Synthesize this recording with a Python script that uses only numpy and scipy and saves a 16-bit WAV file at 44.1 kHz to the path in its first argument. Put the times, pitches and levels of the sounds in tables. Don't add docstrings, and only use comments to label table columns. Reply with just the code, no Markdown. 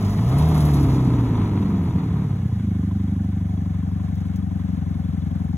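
import sys
import numpy as np
from scipy import signal
from scipy.fft import rfft, irfft, next_fast_len
from scipy.io import wavfile
from scipy.ndimage import uniform_filter1d

SR = 44100
rng = np.random.default_rng(int(sys.argv[2]) if len(sys.argv) > 2 else 0)


def bounce(signal):
    frames = np.transpose(np.atleast_2d(signal))
    limited = np.clip(frames, -1, 1)
    pcm = np.round(limited * 32767).astype(np.int16)
    wavfile.write(sys.argv[1], SR, pcm)


N = 245637
T = np.arange(N) / SR
SIZE = 2 * next_fast_len(N // 2 + SR // 4)
FREQ = np.fft.rfftfreq(SIZE, 1 / SR)
LEFT_RIGHT = np.array([[1], [-1]])

# f/Hz, level/dB
GRIT_TONE = [(1500, -28.5), (4000, 8.5), (6500, -1.5), (10500, -0.5), (15500, -8)]


def undb(db):
    return 10 ** (np.asarray(db) / 20)


def curve(table):
    return np.interp(T, *np.transpose(table))


def unit(x):
    return x / np.sqrt(np.mean(x ** 2))


def steady(x):
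    span = SR // 6
    power = uniform_filter1d(uniform_filter1d(x ** 2, span), span)
    return x / np.sqrt(np.maximum(power, 1e-18))


def colour(x, tone):
    hz, db = np.transpose(tone)
    gain = undb(np.interp(np.log(np.maximum(FREQ, 1)), np.log(hz), db))
    return irfft(rfft(x, SIZE) * gain)[:N]


def resonate(x, modes):
    response = sum(undb(db) / (1 + 2j * (FREQ - hz) / width) for hz, width, db in modes)
    return unit(irfft(rfft(x, SIZE) * response)[:N])


def wander(per_s):
    step = max(int(SR / per_s), 1)
    stairs = np.repeat(rng.standard_normal(N // step + 1), step)[:N]
    return unit(uniform_filter1d(stairs, step))


def noise(tone, side_db):
    mid, side = (colour(rng.standard_normal(N), tone) for _ in range(2))
    side = colour(side, [(300, -43.5), (700, -17), (1200, 5), (2400, 4.5), (5000, -31.5), (16000, -32)])
    return unit(mid + undb(side_db) * side * LEFT_RIGHT)


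def impulses(times, sizes):
    inside = (times > 0) & (times < T[-1])
    return np.bincount((times[inside] * SR).astype(int), sizes[inside], N)


def bursts(hits, attack_s, crack_t60, tail_t60, crack_db, tail_db):
    outline = np.zeros(N)
    for s, db in hits:
        start = int(s * SR)
        t = T[:N - start][:SR // 5]
        fade = undb(crack_db - 60 * t / crack_t60) + undb(tail_db - 60 * t / tail_t60)
        outline[start:start + len(t)] += undb(db) * (1 - np.exp(-t / attack_s)) * fade
    return outline


def airflow_db(fade_db_per_s=6, gust_s=.64, gust_width_s=.44):
    headwind = undb(-51.5 - fade_db_per_s * T)
    gust = undb(-51) * np.exp(-((T - gust_s) / gust_width_s) ** 2)
    calm = undb(-65.5)
    return 10 * np.log10(headwind ** 2 + gust ** 2 + calm ** 2)


def hiss(calm_db=-62, boost_db=3):
    # f/Hz, level/dB
    hiss_tone = [(2500, 4), (4400, 9), (6200, 8.5), (7400, 3.5), (9200, -10), (10100, 6.5), (11100, 1),
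                 (11700, 0), (12700, 3.5), (15500, -2)]
    air_db = airflow_db()
    flutter_db = .1 * np.maximum(air_db - calm_db, 0) + .8
    return noise(hiss_tone, side_db=-71.5) * undb(air_db + boost_db + flutter_db * wander(130))


def gravel(count=70, arrive_s=2.56, blend_s=.96):
    # f/Hz, level/dB
    tyre_tone = [(300, 4.5), (550, 1), (740, 10), (950, -10), (1500, -37), (2500, -40.5), (6500, -15.5),
                 (15000, -59)]
    when, chance = rng.random((count, 2)).T
    grain_db = -43 - 3 * np.log(np.maximum(chance, np.exp(-2)))
    grains = colour(impulses(when * T[-1], undb(grain_db)), GRIT_TONE)
    roll = noise(tyre_tone, side_db=20) * undb(-50.5 + 2.5 * wander(30))
    fade_in = (1 + np.tanh((T - arrive_s) / blend_s)) / 2
    return (roll + grains) * fade_in


def stones():
    # t/s, level/dB
    stone_hits = [(3.2484, -53), (4.118, -56), (4.143, -50), (4.1544, -47), (4.179, -51), (4.2054, -50),
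                  (4.359, -42), (4.365, -46)]
    # f/Hz, level/dB
    stone_tone = [(1500, -9), (3200, -2), (4500, 4), (6200, 7), (8000, -5), (10800, 0), (15500, 1.5)]
    outline = bursts(stone_hits, attack_s=.0001, crack_t60=.024, tail_t60=.14, crack_db=-3.5, tail_db=-21)
    return noise(stone_tone, side_db=-15) * outline


def ping(start_s=.103, hz=1968, t60=.45, db=-48):
    t = np.maximum(T - start_s, 0)
    return np.sin(2 * np.pi * hz * t) * undb(db - 60 * t / t60)


def fittings(turns):
    # t/s, level/dB
    rattles = [(.1022, -47), (.381, -32.5), (.485, -38), (.542, -37), (.575, -36), (.602, -32.5),
               (.648, -34.5), (.733, -32.5), (.8215, -40), (1.8292, -56)]
    # f/Hz, width/Hz, level/dB
    jingle_modes = [(6200, 34, -7), (7200, 22, -15.5), (10000, 120, 0.5), (10600, 31, -2),
                    (10700, 61, -3.5), (11460, 74, 0), (14800, 70, -6.5)]
    shake = bursts(rattles, attack_s=.0038, crack_t60=.053, tail_t60=.3, crack_db=-1, tail_db=-16.5)
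    buzz = undb(airflow_db() - 6)
    chatter = 1 + .5 * np.cos(4 * np.pi * turns)
    grit = noise(GRIT_TONE, side_db=-14)
    jingle = resonate(rng.standard_normal(N), jingle_modes)
    return (shake + buzz) * chatter * undb(-4) * (grit + jingle)


def clatter(turns, count=500, throb=.1):
    # f/Hz, width/Hz, level/dB
    case_modes = [(1764, 22, 14), (1900, 41, -1.5), (2027, 25, 17), (2186, 28, 17.5), (2660, 20, 8),
                  (2850, 17, 6.5), (3020, 12, -1.5), (3328, 18, 10), (3660, 28, 12.5), (3880, 27, -2),
                  (6000, 24, 7.5)]
    # f/Hz, level/dB
    whirr_tone = [(150, -16.5), (400, 7), (560, 10), (750, -0.5), (1050, -0.5), (1500, 4), (2100, -1),
                  (2600, -5.5), (3400, -4), (4400, -8), (5400, -65.5), (8000, -11), (16000, -62)]
    times, shared = rng.random(count) * T[-1], rng.standard_normal(count)
    contacts = [impulses(times, shared + rng.standard_normal(count)) for _ in range(2)]
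    ring = np.array([resonate(side, case_modes) for side in contacts])
    whirr = undb(-54) * noise(whirr_tone, side_db=-5.5) + undb(-64) * ring
    return whirr * undb(wander(17)) * (1 + throb * np.cos(2 * np.pi * (turns - .55)))


def valves(turns, scatter_db=2.3, side_db=1.5, contact_s=.0012, slack_s=.0007, detune=.018):
    # crank angle/turns, f/Hz, t60/s, level/dB
    taps = [(1.4, 1020, .032, -45.5), (1.45, 1260, .014, -55), (.33, 780, .04, -48), (.67, 765, .04, -47.5),
            (1.15, 670, .03, -53), (1.65, 750, .035, -51), (.36, 1130, .018, -55), (.81, 1235, .025, -53),
            (.45, 1480, .025, -54), (.24, 1770, .04, -55), (1.23, 1740, .03, -56.5), (1.42, 3340, .04, -59)]
    out, t = np.zeros((2, N + SR)), T[:SR // 10]
    for angle, hz, t60, db in taps:
        times = np.interp(np.arange(angle, turns[-1], 2), turns, T)
        outline = undb(-60 * t / t60) * (1 - np.exp(-t / contact_s))
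        for s, (late, size, lean, pitch) in zip(times, rng.standard_normal((130, 4))):
            start = max(int((s + slack_s * late) * SR), 0)
            ring = np.sin(2 * np.pi * hz * (1 + detune * pitch) * t) * outline / outline.max()
            tap_db = db + scatter_db * size + side_db * lean * LEFT_RIGHT
            out[:, start:start + len(t)] += ring * undb(tap_db)
    return out[:, :N]


def drive(turns, revs, scatter_db=4, slack_turns=.03):
    # t/s, level/dB
    knock_hits = [(.412, -26), (1.135, -30), (1.354, -26), (1.415, -32), (1.626, -28), (1.908, -33)]
    # f/Hz, t60/s, level/dB
    drive_modes = [(960, 0.1, -8), (1010, 0.037, -5), (1275, 0.051, -12), (1585, 0.072, -23),
                   (2130, 0.02, -18.5), (2190, 0.024, -29), (2660, 0.085, -23.5), (3400, 0.033, -17),
                   (3690, 0.071, -20.5), (5940, 0.21, -30.5)]
    late, size, *ring_chance = rng.standard_normal((260, 2 + 2 * len(drive_modes))).T
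    times = np.interp(np.arange(len(late)) + slack_turns * late, turns, T)
    sizes = undb(-33 + scatter_db * np.tanh(size)) * np.interp(times, T, revs)
    knock_s, knock_db = np.transpose(knock_hits)
    knocks = impulses(knock_s, undb(knock_db))
    out, t = np.zeros((2, N)), T[:SR // 10]
    for k, (hz, t60, db) in enumerate(drive_modes):
        ring = np.sin(2 * np.pi * hz * t) * undb(db - 60 * t / t60)
        for side in range(2):
            slaps = impulses(times, sizes * undb(2 * ring_chance[2 * k + side]))
            out[side] += signal.fftconvolve(slaps + knocks, ring)[:N]
    return out


def wind(turns, throb=.068):
    # f/Hz, level/dB
    rush_tone = [(100, -13.5), (200, -23), (420, 13.5), (540, -14), (700, 8.5), (1000, 12), (1250, 9.5),
                 (1550, -2), (2100, 1), (2800, -9), (4400, -4.5), (6000, -45.5), (16000, -64)]
    # f/Hz, level/dB
    rumble_tone = [(20, -26.5), (40, -5), (65, 1), (130, -1), (260, 0.5), (400, -15), (700, -21.5),
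                   (3000, -75.5)]
    rush = noise(rush_tone, side_db=-7) * undb(-8 + 1.97 * wander(45.3))
    rumble = unit(colour(rng.standard_normal(N), rumble_tone)) * undb(5 + wander(18))
    return rush * (1 + throb * np.cos(2 * np.pi * (turns - .8))) + rumble


def combustion(speed, idle_hz=25.6, stumble_hz=46, stumble_octaves=.6):
    revs = np.clip((speed - idle_hz) / (speed.max() - idle_hz), 0, 1)
    load = revs ** .3
    stumble = np.exp(-(np.log2(speed / stumble_hz) / stumble_octaves) ** 2)
    return revs, load, .07 + .58 * stumble


def pushes(turns, load, uneven, limp_db=0, limp_turns=.015, scatter_db=4, jitter_turns=.055):
    # crank angle/turns, idle level/dB, loaded level/dB, turn-to-turn idle swing/dB
    one_turn = [(.057, -40, -11, 0), (.33, -36, -4.8, 0), (.578, 2, -28, .4), (.646, -9, -28, -4.5),
                (.841, -.8, -3, -1), (.905, -5.3, -28, 2.2)]
    # t/s, boost/dB
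    pops = [(.868, -2.5), (.96, -25.5), (1.36, -25), (1.632, -2.5), (1.958, -0.5), (2.111, -9.5),
            (2.219, -7), (2.331, -12), (2.456, 0), (2.526, 2.5)]
    angle, idle_db, load_db, swing_db = np.tile(np.transpose(one_turn), 260)
    turn = np.arange(len(angle)) // len(one_turn)
    angle = angle + turn
    late, size = rng.standard_normal((len(angle), 2)).T
    load, uneven = np.interp(angle, turns, load), np.interp(angle, turns, uneven)
    limp = np.sin(np.pi * angle)
    times = np.interp(angle + limp_turns * load * limp + jitter_turns * uneven * late, turns, T)
    idling = (1 - load) * undb(idle_db + swing_db * (-1) ** turn)
    working = load * undb(load_db + limp_db * limp)
    sizes = (idling + working) * undb(scatter_db * uneven * np.tanh(size))
    for s, db in pops:
        sizes[np.argmin(abs(times - s))] += undb(db)
    return impulses(times, sizes)


def rasp(turns, load, uneven):
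    # f/Hz, level/dB
    intake_tone = [(180, -1.5), (255, 12.5), (295, 4.5), (350, 13), (440, 18), (540, -1.5), (700, 6),
                   (1000, -7.5), (1280, -2), (1600, -27), (3000, -35), (7000, -23.5), (15000, -58.5)]
    gulps = pushes(turns, load, uneven / 4, limp_db=3, limp_turns=.03)
    return undb(-6) * steady(colour(gulps, intake_tone))


def growl(turns, waver_radians=.25):
    # multiple of the crank speed, level/dB
    growl_tones = [(4.5, 4), (5, -14.5), (5.5, -12), (6.5, -18.5), (7, -14.5)]
    out = np.zeros(N)
    for multiple, db in growl_tones:
        tone = np.sin(2 * np.pi * multiple * turns + waver_radians * wander(10))
        out += tone * undb(db - 23 + wander(19))
    return out


def bark(turns, speed, revs, load, uneven, closing_s=.43):
    # f/Hz, level/dB
    honk_tone = [(450, -30), (600, 4.5), (700, 11), (820, -5), (1000, -17), (2000, -41), (3200, -9.5),
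                 (5000, -32), (12000, -56)]
    # f/Hz, level/dB
    hollow_tone = [(180, -17), (235, 4), (290, 11.5), (345, -6), (420, -17.5), (560, -50), (800, -21),
                   (980, -10), (1120, -28.5), (1400, -27), (3000, -34.5), (9000, -68)]
    pulses = pushes(turns, load, uneven / 2, limp_db=3, limp_turns=.03)
    coasting_s = np.maximum(T - T[speed.argmax()], 0)
    throttle = np.exp(-(coasting_s / closing_s) ** 2)
    honk = undb(-40) * steady(colour(pulses, honk_tone))
    hollow = undb(-24) * steady(colour(pulses, hollow_tone))
    return revs * (throttle * honk + (1 - throttle) * (hollow + growl(turns)))


def delay_bass(x, hz=101, width_hz=66):
    s = 1j * FREQ
    all_pass = (s * s - width_hz * s + hz ** 2) / (s * s + width_hz * s + hz ** 2)
    return irfft(rfft(x, SIZE) * all_pass)[:N]


def brighten(note):
    # t/s, level/dB
    upper_boost = [(0, -1.5), (.5, -3.5), (1, -0.5), (2.3, -2), (2.7, 5), (3.5, 1), (4.3, -1.5), (5.57, -1)]
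    low = colour(note, [(140, 0), (200, -7), (300, -30)])
    return low + (note - low) * undb(curve(upper_boost))


def swing_left(note, lag_s=.00054, bass_loss=.48):
    # t/s, left minus right level/dB
    direction = [(0, 0), (3.2, 0), (4.3, 5), (5.57, 5.4)]
    pan_db = curve(direction)
    right = np.interp(T - lag_s * pan_db / pan_db.max(), T, note)
    both = np.array([note, right])
    bass = np.array([colour(side, [(115, 0), (170, -30)]) for side in both])
    lean_db = LEFT_RIGHT * pan_db / 2
    return (both - bass) * undb(lean_db) + bass * undb(lean_db / 2 - bass_loss * pan_db)


def exhaust(turns, revs, load, uneven, push_s=.0042):
    # f/Hz, level/dB
    pipe_tone = [(20, -41), (45, -6), (68, 2), (95, 10), (135, 3), (190, 10), (240, -1.5), (290, -10),
                 (345, -22.5), (440, -26), (560, -57.5), (1200, -107)]
    # f/Hz, level/dB
    burble_tone = [(35, -30.5), (70, 10.5), (110, 1), (180, -4.5), (300, 2), (350, -8), (450, -11),
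                   (560, -23), (1500, -67.5)]
    pulses = pushes(turns, load, uneven)
    note = -delay_bass(colour(pulses, pipe_tone))
    rounded = uniform_filter1d(note, int(push_s * SR))
    note = steady(note + load * (rounded - note))
    puffs = np.sqrt(np.abs(uniform_filter1d(pulses, SR // 120)))
    burble = steady(colour(puffs * rng.standard_normal(N), burble_tone))
    note = steady(note + uneven ** 2 * undb(-4) * burble)
    return swing_left(brighten(note)) * undb(-21.5 + 6.5 * revs - 2 * uneven)


def scene():
    # t/s, crank turn rate/Hz
    crank_speed = [(0, 51.3), (.16, 50.1), (.35, 69), (.45, 79.4), (.83, 68.7), (1.35, 54.9), (1.82, 42.5),
                   (2.3, 34.79), (2.5, 28.44), (2.65, 25.52), (2.8, 24.48), (3.1, 24.22), (3.5, 24.14),
                   (3.85, 23.13), (4, 24.02), (4.3, 23.12), (4.47, 23.43), (4.8, 22.49), (5.35, 22.15),
                   (5.57, 21.81)]
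    speed = curve(crank_speed)
    turns = np.cumsum(speed) / SR
    revs, load, uneven = combustion(speed)
    engine = exhaust(turns, revs, load, uneven) + bark(turns, speed, revs, load, uneven)
    metal = valves(turns) + clatter(turns) + drive(turns, revs) + ping()
    stone_ticks = stones()
    rush_gain = np.hypot(undb(-29) * revs ** .76, undb(-51))
    air = rush_gain * (wind(turns) + rasp(turns, load, uneven)) + hiss()
    return engine + metal + air + fittings(turns) + stone_ticks + gravel()


def record(dry, top_hz=15800):
    phase = np.pi * np.interp(FREQ, [2400, 4650, 6900, 8850, 11000, 13200, 15400], np.arange(7))
    wide = irfft(rfft(dry, SIZE) * np.exp(.5j * LEFT_RIGHT * phase))[:, :N]
    return signal.sosfilt(signal.ellip(10, .2, 80, top_hz, fs=SR, output="sos"), wide)


dry = scene()
out = record(dry)
bounce(out)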